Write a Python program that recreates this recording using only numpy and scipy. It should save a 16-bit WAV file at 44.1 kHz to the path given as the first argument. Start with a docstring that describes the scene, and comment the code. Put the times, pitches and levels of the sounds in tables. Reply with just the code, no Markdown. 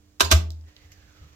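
"""Room hiss with a faint mains hum is heard first; then an overload relay in a sheet-steel panel, tripped by hand
close to two microphones: a latch snaps, rebounds, then the contactor slams. Each blow is a chatter of random
impacts that excites housing modes and a decaying room tail; the panel booms low as a sum of damped sines.
Small ticks (resonant noise puffs), a rustle of movement (noise with a drifting resonance), low rumble and
low bumps (damped sines) follow."""
import sys
import numpy as np
from scipy import signal
from scipy.fft import rfft, irfft, next_fast_len
from scipy.io import wavfile
from scipy.ndimage import map_coordinates

SR = 44100
rng = np.random.default_rng(int(sys.argv[2]) if len(sys.argv) > 2 else 0)


def generate_wav(sig):
    """Save sig (samples, or channels by samples) to the path in sys.argv[1] as 16-bit PCM at SR."""
    pcm = np.round(np.clip(np.atleast_2d(sig).T, -1, 1) * 32767).astype(np.int16)
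    wavfile.write(sys.argv[1], SR, pcm)


def attenuation_scalar(level_db):
    """Turn a level in dB into a linear amplitude multiplier (20 dB per decade)."""
    decades = np.asarray(level_db, float) / 20
    return 10 ** decades


N = 59535
T = np.arange(N) / SR


def unit(x):
    """Normalisation: scales a signal to rms 1."""
    return x / np.sqrt(np.mean(x ** 2) + 1e-20)


def along(points, hz):
    """Logarithmic frequency scale: interpolates (frequency [Hz], value) points on it."""
    f, v = np.transpose(points)
    return np.interp(np.log(hz + 1), np.log(f + 1), v)


def filtered(x, response):
    """Linear filtering: multiplies the spectrum by a complex response of frequency."""
    m = next_fast_len(N + SR // 2)
    hz = np.fft.rfftfreq(m, 1 / SR)
    return irfft(rfft(x, m) * response(hz), m)[..., :N]


def wobble(rate):
    """Slow random modulation: a smooth curve through rate random knots a second."""
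    knots = rng.standard_normal(int(N * rate / SR) + 4)
    return map_coordinates(knots, [T * rate])


def rush(spectrum, alike):
    """Partial coherence: mid and side noises share the power to set left-right likeness; rms 1."""
    def mid_side(hz):
        angle = np.arccos(np.clip(along(alike, hz), -1, 1)) / 2
        return attenuation_scalar(along(spectrum, hz)) * [np.cos(angle), np.sin(angle)]

    mid, side = filtered(rng.standard_normal((2, N)), mid_side)
    return unit(np.array([mid + side, mid - side]))


def lagged(sound, lag_s):
    """Time difference of arrival: a linear phase delays the left microphone by lag_s."""
    return filtered(sound, lambda hz: np.exp(-2j * np.pi * hz * np.array([[lag_s], [0]])))


# Relative noise spectrum of the room: (frequency [Hz], spectral level [dB per Hz])
AIR = [(20, -23.5), (45, -5.5), (85, -2), (130, -23), (250, -23.5), (500, -25.5), (900, -30.5),
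       (2000, -34.5), (4000, -34.5), (7000, -33.5), (8500, -43), (10500, -45), (13000, -44), (16000, -40.5)]
# Left-right likeness of diffuse noise: (frequency [Hz], correlation [-1 to 1])
AIR_ALIKE = [(60, 1), (240, 0.94), (950, -0.2), (3770, 0.54), (15000, -0.01)]
# Low movement rumble, before waver and left-right lean: (time [s], level [dB])
RUMBLE = [(.7, -66.5), (.95, -65.5), (1.15, -68.5), (1.22, -55), (1.35, -58.5)]
# Mains hum partials, before waver and left-right lean: (frequency [Hz], rms level [dB])
HUM = [(200, -74), (300, -68), (400, -82)]
AIR_DB = -59  # before the left-right lean


def background():
    """Stationary noise and harmonics: room hiss, swelling movement rumble and wavering mains hum."""
    s, db = np.transpose(RUMBLE)
    low_spectrum = [(25, -18), (55, -6.5), (80, -2.5), (140, -6), (250, -27.5), (500, -25), (900, -82)]
    # the rumble grows from -80 dB over 0.15 s
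    low_db = np.interp(T, np.r_[s[0] - 0.15, s], np.r_[-80, db]) + 2.9 * wobble(45)
    low = rush(low_spectrum, [(80, 0.97)]) * attenuation_scalar(low_db)
    hum = np.zeros(N)
    for hz, level in HUM:
        envelope = np.sqrt(2) * attenuation_scalar(level + 0.53 * wobble(15))
        hum += envelope * np.sin(2 * np.pi * (hz * T + rng.random()))
    return attenuation_scalar(AIR_DB) * rush(AIR, AIR_ALIKE) + low + hum


# Reverberation of the room: (frequency [Hz], t60 [s])
ROOM = [(200, 0.55), (1000, 0.27), (4000, 0.26), (8000, 0.21), (10500, 0.19), (15000, 0.19)]


def room(x):
    """Reverberation: convolves with a noise tail whose frequencies each die at their own speed."""
    hz, t, z = signal.stft(rng.standard_normal((2, SR // 2)), SR, nperseg=256)
    decay = attenuation_scalar(-60 * t / along(ROOM, hz)[:, None])
    tail = signal.istft(z * decay, SR, nperseg=256)[1]
    return signal.fftconvolve(x, tail / np.linalg.norm(tail[0]), axes=1)[:, :N]


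# Onsets of the blows: (time [s])
BLOW_TIMES = [.1975, .2056, .244, .247, .304, .3128]
# Blows: (level before colouring [dB], rise time constant [s], chatter length [s],
# favoured frequency [Hz], its lift [dB], lift width [octaves])
BLOWS = [(-33.5, 0.00067, 0.024, 5000, 4.5, 0.99), (-13.5, 0.00026, 0.0034, 1210, 6, 0.55),
         (-40, .002, 0.0093, 4800, 21.5, .13), (-44.5, .002, 0.014, 6800, 23, .08),
         (-30.5, .006, .008, 4000, 7.5, 0.53), (-14, 0.000073, .012, 1000, 1, 0.89)]
# Colour of the impacts at each microphone: (frequency [Hz], gain [dB])
CLACK_LEFT = [(100, -20), (250, -1.5), (700, 7), (1300, 7.5), (2000, 2.5), (3500, 4.5), (6000, -1.5),
              (8000, -3), (10000, -2), (13500, -11.5), (16000, -22)]
CLACK_RIGHT = [(100, -8.5), (300, 5.5), (700, 2), (1300, 10), (2000, 3), (3500, 10), (6000, 8.5), (8000, 4),
               (10000, -9), (13500, 2), (16000, -22)]
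# Housing modes: (frequency [Hz], level relative to RING_DB [dB], t60 [s])
HOUSING = [(365, -1.5, 0.11), (418.4, -3, .16), (657.7, 0, .09), (679, -24.5, 0.38), (899, -22.5, 0.6),
           (1040, -5, .03), (1236, 0, 0.033), (1650, 0.5, .025), (2757, 0, .04), (3050, 0, 0.028),
           (3964, 4.5, .025), (4263, 2, 0.051), (6330, 4, .025), (7380, 3.5, .02)]
RING_DB, ROOM_DB = -42, -8.5  # housing ring and room tail against the blow
RING_WAVER_DB, RING_WAVER_PER_S = 4, 40
ALIKE, LEFT_LAG_S = 0.34, 0.00035  # share of impact power common to both sides; direct sound lag
CHATTER_PER_S, CHATTER_SPREAD_DB = 12000, 2.5
RELEASE_S = 0.0076  # time constant once the chatter length is over
STRIKE_DB, STRIKE_S = 5, 0.0017  # the first contact stands above the chatter


def relay():
    """Impact excitation of modes: dense chatters of small hits ring the housing and fill the room."""
    out, t = np.zeros((2, N)), T[:SR // 2]
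    for s, (db, rise, length, lift_hz, lift_db, octaves) in zip(BLOW_TIMES, BLOWS):
        u = np.clip(T - s, 0, None)
        shape = (1 - np.exp(-u / rise)) * np.exp(-np.clip(u - length, 0, None) / RELEASE_S)
        shape = shape * attenuation_scalar(STRIKE_DB * np.exp(-u / STRIKE_S))

        hits = (rng.random((3, N)) < CHATTER_PER_S / SR) * rng.standard_normal((3, N))
        hits = hits * attenuation_scalar(CHATTER_SPREAD_DB * rng.standard_normal((3, N)))
        # one common train of hits and one for each side
        hits = (np.sqrt(ALIKE) * hits[0] + np.sqrt(1 - ALIKE) * hits[1:]) * shape
        hits = hits * attenuation_scalar(db) * np.linalg.norm(shape) / np.linalg.norm(hits, axis=1, keepdims=True)

        ring = np.zeros(len(t))
        for hz, level, t60 in HOUSING:
            waver_db = RING_WAVER_DB * wobble(RING_WAVER_PER_S)[:len(t)]
            ring += attenuation_scalar(level - 60 * t / t60 + waver_db) * np.sin(2 * np.pi * hz * t)

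        def colour(hz):
            lift = lift_db * np.exp(-(np.log2((hz + 1) / lift_hz) / octaves) ** 2)
            return attenuation_scalar(np.array([along(CLACK_LEFT, hz), along(CLACK_RIGHT, hz)]) + lift)

        crack = filtered(hits, colour)
        blow = crack + attenuation_scalar(RING_DB) * signal.fftconvolve(crack, ring[None], axes=1)[:, :N]
        out += lagged(blow, LEFT_LAG_S) + attenuation_scalar(ROOM_DB) * room(blow)
    return out


# Panel booms: (start [s], peak level [dB], rise time constant [s], extra level of the lasting mode [dB])
BOOMS = [(0.213, -24, 0.051, 11.5), (0.3125, -9, 0.049, -2)]
# Panel modes: (frequency [Hz], relative level [dB], t60 [s])
PANEL = [(76.43, -4.5, 0.092), (120, -59.5, .15), (155, -48.5, .12), (179.5, -57.5, 0.29)]
# Lasting mode of the panel: (frequency [Hz], relative level before the extra [dB], t60 [s])
LASTING = (79.3, -53.5, 0.7)
SWELL_POWER = 4  # delays the swell of each boom
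DAMPED_S, DAMPED_T60, BOOM_LAG_S = 0.68, 0.11, 0.0004


def panel():
    """Modal superposition: the sheet swings up, rings on its lowest modes and is damped at last."""
    out = np.zeros(N)
    for s, db, rise, lasting_db in BOOMS:
        u = np.clip(T - s, 0, None)
        modes = PANEL + [np.add(LASTING, (0, lasting_db, 0))]
        swing = sum(attenuation_scalar(level - 60 * u / t60) * np.sin(2 * np.pi * hz * u) for hz, level, t60 in modes)
        swing = swing * (1 - np.exp(-u / rise)) ** SWELL_POWER
        out -= attenuation_scalar(db) * swing / np.abs(swing).max()
    damping = attenuation_scalar(-60 * np.clip(T - DAMPED_S, 0, None) / DAMPED_T60)
    return lagged(out * damping, BOOM_LAG_S)


# Small ticks: (time [s], peak level before notch, room and left-right lean [dB], centre frequency [Hz],
# width of each of two cascaded resonances [Hz], decay time constant [s])
TICKS = [(0.5051, -27.5, 5600, 5650, 0.00071), (.5068, -49, 13300, 4000, 0.00049),
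         (.5095, -45.5, 13700, 3000, .001), (0.518, -41.5, 6120, 2430, 0.0016),
         (0.521, -52.5, 13400, 2500, 0.00071), (0.6023, -57, 12100, 5000, 0.00045),
         (.611, -48, 4500, 3000, 0.00077), (.639, -54.5, 1180, 1470, 0.0013),
         (.765, -39, 4410, 2040, 0.0011), (.765, -40.5, 2875, 1460, 0.0012),
         (.7695, -48, 2900, 1200, .0015), (.9185, -43, 5780, 2400, 0.013), (.918, -47, 2300, 1210, 0.011),
         (0.916, -49, 12400, 1010, .014), (1.125, -52.5, 6500, 1980, 0.0058)]
TICK_ROOM_DB = -8.5
NOTCH_HZ, NOTCH_WIDTH_HZ, NOTCH_DB = 9830, 1700, -20  # the ticks are weak here


def ticks():
    """Resonant filtering: tiny clicks of settling parts, each a noise puff in one broad resonance."""
    out = np.zeros((2, N))
    for s, db, centre_hz, width_hz, decay in TICKS:
        u = T - s
        noise = rng.standard_normal(N) + 1.4 * rng.standard_normal((2, N))  # common, then one per side
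        puff = noise * (u >= 0) * np.exp(-np.abs(u) / decay)

        def resonance(f):
            loss = 1j * f * width_hz
            return (loss / (centre_hz ** 2 - f * f + loss)) ** 2

        puff = filtered(puff, resonance)
        out += attenuation_scalar(db) * puff / np.abs(puff).max()
    out = filtered(out, lambda f: attenuation_scalar(NOTCH_DB * np.exp(-((f - NOTCH_HZ) / NOTCH_WIDTH_HZ) ** 2)))
    return out + attenuation_scalar(TICK_ROOM_DB) * room(out)


# Rustle, before flutter and left-right lean: (time [s], level [dB], reference frequency [Hz])
RUSTLE = [(.55, -92, 2130), (.66, -71, 1860), (.69, -60.5, 1900), (0.741, -65, 1900), (0.819, -60, 2060),
          (.9, -63, 1870), (1.05, -61, 1650), (1.18, -59.5, 1390), (1.35, -62, 1205)]
# Relative noise spectrum of the rubbing: (frequency [Hz], spectral level [dB per Hz])
CLOTH = [(300, -12), (500, -3), (900, -10), (2300, -7), (4300, -10), (6500, -11), (8000, -21.5),
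         (10000, -44), (13000, -18), (16000, -34.5)]
RUSTLE_WIDTH_HZ, RUSTLE_PEAK_DB = 170, 8.5
UPPER_RATIO, UPPER_DB = 1.9, -0.5  # a slight dip above the resonance
RUSTLE_FLUTTER_DB, RUSTLE_FLUTTER_PER_S = 1.2, 45


def rustle():
    """Friction noise with a time-varying resonance: rubbing of movement whose colour drifts downward."""
    s, db, reference_hz = np.transpose(RUSTLE)
    f, t, z = signal.stft(rush(CLOTH, AIR_ALIKE), SR, nperseg=512)
    track_hz = np.interp(t, s, reference_hz)

    def bump(ratio):
        return np.exp(-((f[:, None] - ratio * track_hz) / RUSTLE_WIDTH_HZ) ** 2)

    gain = attenuation_scalar(RUSTLE_PEAK_DB * bump(0.98) + UPPER_DB * bump(UPPER_RATIO))
    rubbing = unit(signal.istft(z * gain, SR, nperseg=512)[1][:, :N])
    flutter_db = RUSTLE_FLUTTER_DB * wobble(RUSTLE_FLUTTER_PER_S)
    return rubbing * attenuation_scalar(np.interp(T, s, db, left=-120) + flutter_db)


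# Low bumps: (time [s], level of the decay at onset, before the soft rise [dB], frequency [Hz], t60 [s])
BUMPS = [(0.844, -36, 79, 0.13), (0.901, -40.5, 81, 0.14), (1.213, -28, 71.8, 0.11), (1.262, -65, 69, 0.18)]


def bumps():
    """Damped free oscillation: soft low knocks as the panel is touched."""
    out = np.zeros(N)
    for s, db, hz, t60 in BUMPS:
        u = np.clip(T - s, 0, None)
        rise = 1 - np.exp(-u / 0.015)
        out += attenuation_scalar(db - 60 * u / t60) * rise * np.sin(2 * np.pi * hz * u)
    return out


AIR_LEAN_DB, AIR_LEAD_S = -4.5, 0.0001  # left against right: level, and how much earlier


def scene():
    """Superposition at two microphones; the quiet surroundings are louder at the right."""
    around = background() + ticks() + rustle()
    around = lagged(around, -AIR_LEAD_S) * attenuation_scalar([[AIR_LEAN_DB / 2], [-AIR_LEAN_DB / 2]])
    return relay() + panel() + bumps() + around


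def roll_off(x):
    """The treble ends steeply here."""
    return signal.sosfilt(signal.butter(12, 16980, fs=SR, output="sos"), x)


CEILING, TOP_HZ = 1, 16100  # full-scale amplitude; corner of the treble roll-off


def record(dry):
    """Saturation and band limiting: a soft ceiling, then a steep treble roll-off."""
    limited = dry / (1 + np.abs(dry / CEILING) ** 6) ** (1 / 6)
    finished = filtered(limited, lambda hz: 1 / np.sqrt(1 + (hz / TOP_HZ) ** 60))
    return roll_off(finished)


dry = scene()
out = record(dry)
generate_wav(out)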